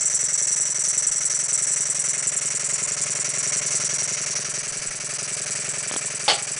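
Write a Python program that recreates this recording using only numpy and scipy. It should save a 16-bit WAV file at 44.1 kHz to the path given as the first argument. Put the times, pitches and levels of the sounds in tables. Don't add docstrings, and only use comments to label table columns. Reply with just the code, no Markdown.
import sys
import numpy as np
from scipy import signal
from scipy.fft import rfft, irfft
from scipy.io import wavfile

SR = 44100
rng = np.random.default_rng(int(sys.argv[2]) if len(sys.argv) > 2 else 0)


def persist_wave(psi):
    counts = np.round(np.clip(psi, -1, 1) * 32767).astype(np.int16)
    wavfile.write(sys.argv[1], SR, np.atleast_2d(counts).T)


N = 290619
T = np.arange(N) / SR
HZ = np.fft.rfftfreq(N, 1 / SR)


def amp(db):
    return 10 ** (np.asarray(db) / 20)


def evened(x):
    return x / np.sqrt(np.mean(x ** 2) + 1e-20)


def curve(rows):
    time_s, *columns = np.transpose(rows)
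    return [np.interp(T, time_s, column) for column in columns]


def coloured(points):
    hz, db = np.transpose(points)
    spectrum_db = np.interp(np.log(HZ + 1), np.log(hz + 1), db)
    return evened(irfft(rfft(rng.standard_normal(N)) * amp(spectrum_db), N))


def band(x, hz, width_hz):
    response = 1 / (1 + ((HZ - hz) / width_hz) ** 2) ** 2
    return evened(irfft(rfft(x) * response, N))


def wander(rate_hz):
    return band(rng.standard_normal(N), 0, rate_hz)


def ring(modes):
    t = T[:SR // 2]
    return sum(amp(db - 60 * t / t60_s) * np.cos(2 * np.pi * hz * t) for hz, db, t60_s in modes)


def add(mix, time_s, sound):
    part = mix[max(round(time_s * SR), 0):][:len(sound)]
    part += sound[:len(part)]


def small_source(x, corner_hz):
    return signal.sosfilt(signal.butter(3, corner_hz, "highpass", fs=SR, output="sos"), x)


def lengths_from(crank, angle, length):
    return ((crank - angle + .5) % 1 - .5) / length


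def surface(crank, count):
    return evened(np.interp(crank, np.arange(count) / count, rng.standard_normal(count), period=1))


def strokes(crank, rows, attack_turns, release_turns, shut_db):
    power = amp(shut_db) ** 2
    for start, length, db, sag_db in rows:
        since = (crank - start + .25) % 1 - .25
        opening = 1 + np.tanh(since / attack_turns)
        closing = 1 - np.tanh((since - length) / release_turns)
        level_db = db - sag_db * np.clip(since / length, 0, 1) ** 2
        power = power + (opening * closing / 4 * amp(level_db)) ** 2
    return np.sqrt(power)


def radiate(drive, resonances, view):
    gains = np.array([amp(np.interp(view, np.arange(3), row[2:])) for row in resonances])
    bands = np.array([band(drive, row[0], row[1]) for row in resonances])
    return (gains * bands).sum(0) / np.linalg.norm(gains, axis=0)


# (frequency [Hz], density [dB per Hz])
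FLOOR_SPECTRUM = [(20, 6.5), (45, -7.5), (90, 2.5), (250, 2), (600, 3), (900, 4.5), (3000, -11.5),
                  (10000, -24)]


def room_noise():
    return coloured(FLOOR_SPECTRUM)


def rumble(drift_db, rate_hz):
    return evened(band(rng.standard_normal(N), 25, 25) * amp(drift_db * wander(rate_hz)))


# (time [s], level [dB])
CLACK_CONTACTS = [(6.280, -13.5), (6.286, -23.5), (6.297, -15.5), (6.322, -34)]
# (frequency [Hz], density [dB per Hz])
CLACK_SPECTRUM = [(150, -35), (350, -13.5), (600, -5.5), (850, -1), (950, -18), (1150, -9), (1400, -13.5),
                  (2100, -9), (2600, -10.5), (3000, -4.5), (4050, -11), (4500, -2), (5300, -12.5),
                  (8000, -20.5)]
# (frequency [Hz], level [dB], t60 [s])
CLACK_RING = [(600, -7, .2), (648, -2, .22), (744, -4, .27), (808, -4, .42), (839, -4, .3), (1177, -5, .26),
              (2943, -4, .2), (3004, -8, .25), (3600, -6, .2), (4447, -3, .2)]


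def clack(t60_s, rise_s, ring_db):
    out = np.zeros(N)
    for time_s, db in CLACK_CONTACTS:
        envelope = amp(-60 * T / t60_s) * (1 - np.exp(-T / rise_s))
        add(out, time_s, amp(db) * coloured(CLACK_SPECTRUM) * envelope)
    add(out, CLACK_CONTACTS[0][0], amp(ring_db) * ring(CLACK_RING))
    return out


# (time [s], level [dB])
TICK_TIMES = [(5.913, -17), (5.940, -18), (5.9627, -15.5)]
# (frequency [Hz], level [dB], t60 [s])
TICK_RING = [(247, -7, 0.0099), (515.7, -3.5, 0.0051), (930, -8, 0.0051), (3260, 0, 0.0037)]


def ticks():
    out = np.zeros(N)
    for time_s, db in TICK_TIMES:
        add(out, time_s, amp(db) * ring(TICK_RING))
    soft = signal.sosfilt(signal.butter(4, 3800, fs=SR, output="sos"), out)
    return small_source(soft, corner_hz=130)


# (middle time [s], half length [s], level [dB])
DRAUGHT_PASSES = [(.2, .25, -53), (1.0, .45, -54), (3.9, .15, -56), (4.8, .17, -46)]


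def draught(crank, angle, length, hz, width_hz):
    reach = sum(amp(db) * np.exp(-((T - middle_s) / half_s) ** 2) for middle_s, half_s, db in DRAUGHT_PASSES)
    puff = np.exp(-lengths_from(crank, angle, length) ** 2)
    return reach * puff * band(rng.standard_normal(N), hz, width_hz)


def squeak(crank, angle, length, hz, glide_hz):
    along = lengths_from(crank, angle, length)
    pitch_hz = hz * (1 + .03 * wander(6.8)) + glide_hz * np.clip(along, -2, 2)
    envelope = np.exp(-along ** 2) * amp(2.0 * wander(7.1))
    return envelope * np.sin(2 * np.pi * np.cumsum(pitch_hz) / SR)


# (crank angle [turns], length [turns], level [dB], sag [dB])
RUB_STROKES = [(0.866, .37, 1.5, 4), (0.263, 0.056, 1.5, -1), (0.34, 0.44, -5.5, -0.5),
               (0.585, 0.091, -3.5, -2)]


def slide_load(crank):
    return strokes(crank, RUB_STROKES, attack_turns=0.019, release_turns=0.037, shut_db=-10.5)


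# (frequency [Hz], width [Hz], valve side [dB], broadside [dB], flywheel side [dB])
SLIDE_RESONANCES = [(1038, 92, -15.5, -12, -19.5), (1346, 210, -1.5, -4.5, -2.5), (1818, 453, 6.5, 0, 4),
                    (2130, 120, -2, -5, -26), (2322, 160, -17, -9.5, -1), (2704, 600, -0.5, -1.5, 1.5),
                    (3650, 1300, -3, -9, -5.5)]


def slides(crank, view, load, repeating, gritty_db):
    grit = rng.standard_normal(N) * amp(gritty_db * wander(500))
    rub = evened(grit) + repeating * surface(crank, count=1500)
    return evened(radiate(rub * load, SLIDE_RESONANCES, view))


# (crank angle [turns], blow [dB], contact [ms])
BEARING_BLOWS = [(.246, 0, .3), (.264, 8.8, 1.9), (.324, 9.8, 1.13), (.426, -2, .8), (.769, -4, .3),
                 (.83, -2.7, .46), (.843, 6.7, 1.1), (.919, 0, .3)]
# (frequency [Hz], level [dB], t60 [s])
FRAME_RING = [(130, -18, 0.14), (150.9, -16.5, 0.23), (191, -7, 0.041), (410, 0, 0.02), (420, -18.5, 0.034),
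              (492, -0.5, 0.029), (589, 2.5, 0.039), (1066, -4, 0.02)]


def knocks(crank, load, uneven_db, loose_s, rumble_db):
    force = np.zeros(N)
    turns = np.arange(-1, np.ceil(crank[-1]))
    t_ms = 1000 * T[:400] - 4
    for angle, db, contact_ms in BEARING_BLOWS:
        blow = np.exp(-np.pi * (t_ms / contact_ms) ** 2)
        blow /= blow.sum()
        times_s = np.interp(turns + angle, crank, T, left=-1, right=-1)
        for time_s, (size, late) in zip(times_s, rng.standard_normal((len(times_s), 2))):
            if time_s > 0:
                start_s = time_s + t_ms[0] / 1000 + loose_s * late
                add(force, start_s, -amp(db + uneven_db * size) * blow)
    force += amp(rumble_db) * surface(crank, count=200) * load
    ringing = signal.fftconvolve(force, ring(FRAME_RING))[:N]
    return evened(small_source(ringing, corner_hz=60))


def air(valve, view, puffs, resonances, attack_turns, release_turns, shut_db, flutter_db, flutter_hz,
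        uneven_db, seating, sag_hz):
    tightness = np.maximum(1 + seating * wander(12.0), .5)
    opening = strokes(valve, puffs, attack_turns, release_turns, shut_db)
    flow = opening ** tightness * amp(uneven_db * wander(13))
    turbulence = amp(flutter_db * wander(flutter_hz)) * rng.standard_normal(N)
    hiss = radiate(flow * turbulence, resonances, view)
    shift_hz = -sag_hz * (1 - np.minimum(2 * flow, 1))
    turning = np.exp(2j * np.pi * np.cumsum(shift_hz) / SR)
    return evened((signal.hilbert(hiss) * turning).real)


# (crank angle [turns], length [turns], exhaust level [dB], leak level [dB], sag [dB])
VALVE_PUFFS = [(0.272, 0.024, -1.5, 6, 1), (0.352, 0.39, 1.5, 0.5, 7), (0.783, .021, -12, -3, 2),
               (.856, 0.36, -3.5, 1.5, 1.5)]
# (frequency [Hz], width [Hz], valve side [dB], broadside [dB], flywheel side [dB])
LEAK_RESONANCES = [(4500, 1500, -12, -13, -9), (4880, 770, -44.5, -18.5, -8), (5670, 165, -11, -9, -11),
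                   (5877, 314, 5.5, -6, -4), (6436, 740, -1, -5, 0), (9606, 290, -8.5, -12, -3.5)]


def leak(valve, view, sag_share, outlasts):
    puffs = [(angle, outlasts * length, db, sag_share * sag_db) for angle, length, _, db, sag_db in VALVE_PUFFS]
    return air(valve, view, puffs, LEAK_RESONANCES, attack_turns=0.0116, release_turns=0.01775, shut_db=-18.5,
               flutter_db=0.54, flutter_hz=200, uneven_db=0.92, seating=0.57, sag_hz=39.37)


# (frequency [Hz], width [Hz], valve side [dB], broadside [dB], flywheel side [dB])
EXHAUST_RESONANCES = [(7170, 540, -20, -2, -15), (7386, 410, 0.5, -13.5, -6), (7888, 310, 2, -4.5, -0.5),
                      (8490, 430, -6.5, -7.5, -5), (9090, 540, -13, -9.5, -14), (9920, 170, -13, -13, -10)]


def exhaust(valve, view):
    puffs = [(angle, length, db, sag_db) for angle, length, db, _, sag_db in VALVE_PUFFS]
    return air(valve, view, puffs, EXHAUST_RESONANCES, attack_turns=.013, release_turns=0.014, shut_db=-28,
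               flutter_db=1.5, flutter_hz=200, uneven_db=0.85, seating=0.17, sag_hz=457.4)


# (time [s], speed [turns per s])
FLYWHEEL_SPEED = [(0, 10.802), (1.05, 10.877), (1.95, 10.749), (2.4, 10.797), (4.3, 10.816), (6.05, 10.91),
                  (6.6, 10.815)]


def crank_angle(start_turns):
    speed_hz, = curve(FLYWHEEL_SPEED)
    return start_turns + np.cumsum(speed_hz) / SR


# (time [s], side [0 valve, 1 broadside, 2 flywheel])
LISTENING_SIDE = [(0, 0), (1.8, 0.44), (2.7, 1.03), (4.1, 0.86), (5.0, 2.34)]
# (time [s], level [dB])
FRAME_NEARNESS = [(0, -6.5), (1.15, -6.5), (3.7, 0), (4.5, -2), (4.95, -4.5), (5.65, -1), (6.6, -3.5)]
# (time [s], exhaust level [dB], leak level [dB])
JET_LEVELS = [(0, -23, -25.5), (1.1, -25.5, -27), (1.8, -23.5, -28), (2.65, -27, -32.5), (3.75, -27, -28),
              (4.45, -32.5, -29.5), (4.95, -33, -34), (5.55, -29.5, -31.5), (6.6, -30.5, -34.5)]


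def scene():
    crank = crank_angle(start_turns=-.214)
    valve = crank + .006 * wander(15)
    load = slide_load(crank)

    view, = curve(LISTENING_SIDE)
    near_db, = curve(FRAME_NEARNESS)
    exhaust_db, leak_db = curve(JET_LEVELS)
    slide_db = -36.5 + 0.63 * near_db
    knock_db = -40 + near_db

    room = amp(-51) * room_noise() + amp(-81) * rumble(drift_db=2, rate_hz=6)
    handling = ticks() + clack(t60_s=0.24, rise_s=0.0009, ring_db=-22)
    buffets = draught(crank, angle=.65, length=.16, hz=25, width_hz=25)
    chirp = amp(slide_db - 4) * squeak(crank, angle=0.67, length=0.037, hz=1076, glide_hz=71.0)
    rub = amp(slide_db) * slides(crank, view, load, repeating=0.39, gritty_db=1.5)
    thuds = amp(knock_db) * knocks(crank, load, uneven_db=1.37, loose_s=.00008, rumble_db=-47)
    jets = amp(leak_db) * leak(valve, view, sag_share=0.23, outlasts=1.085)
    jets += amp(exhaust_db) * exhaust(valve, view)
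    return (room + handling + buffets + chirp + rub + thuds + jets)[None]


def record(dry):
    lowpass = signal.firwin(1023, 10100, window=("kaiser", 9), fs=SR)
    return signal.oaconvolve(dry, lowpass[None], "same")


dry = scene()
out = record(dry)
persist_wave(out)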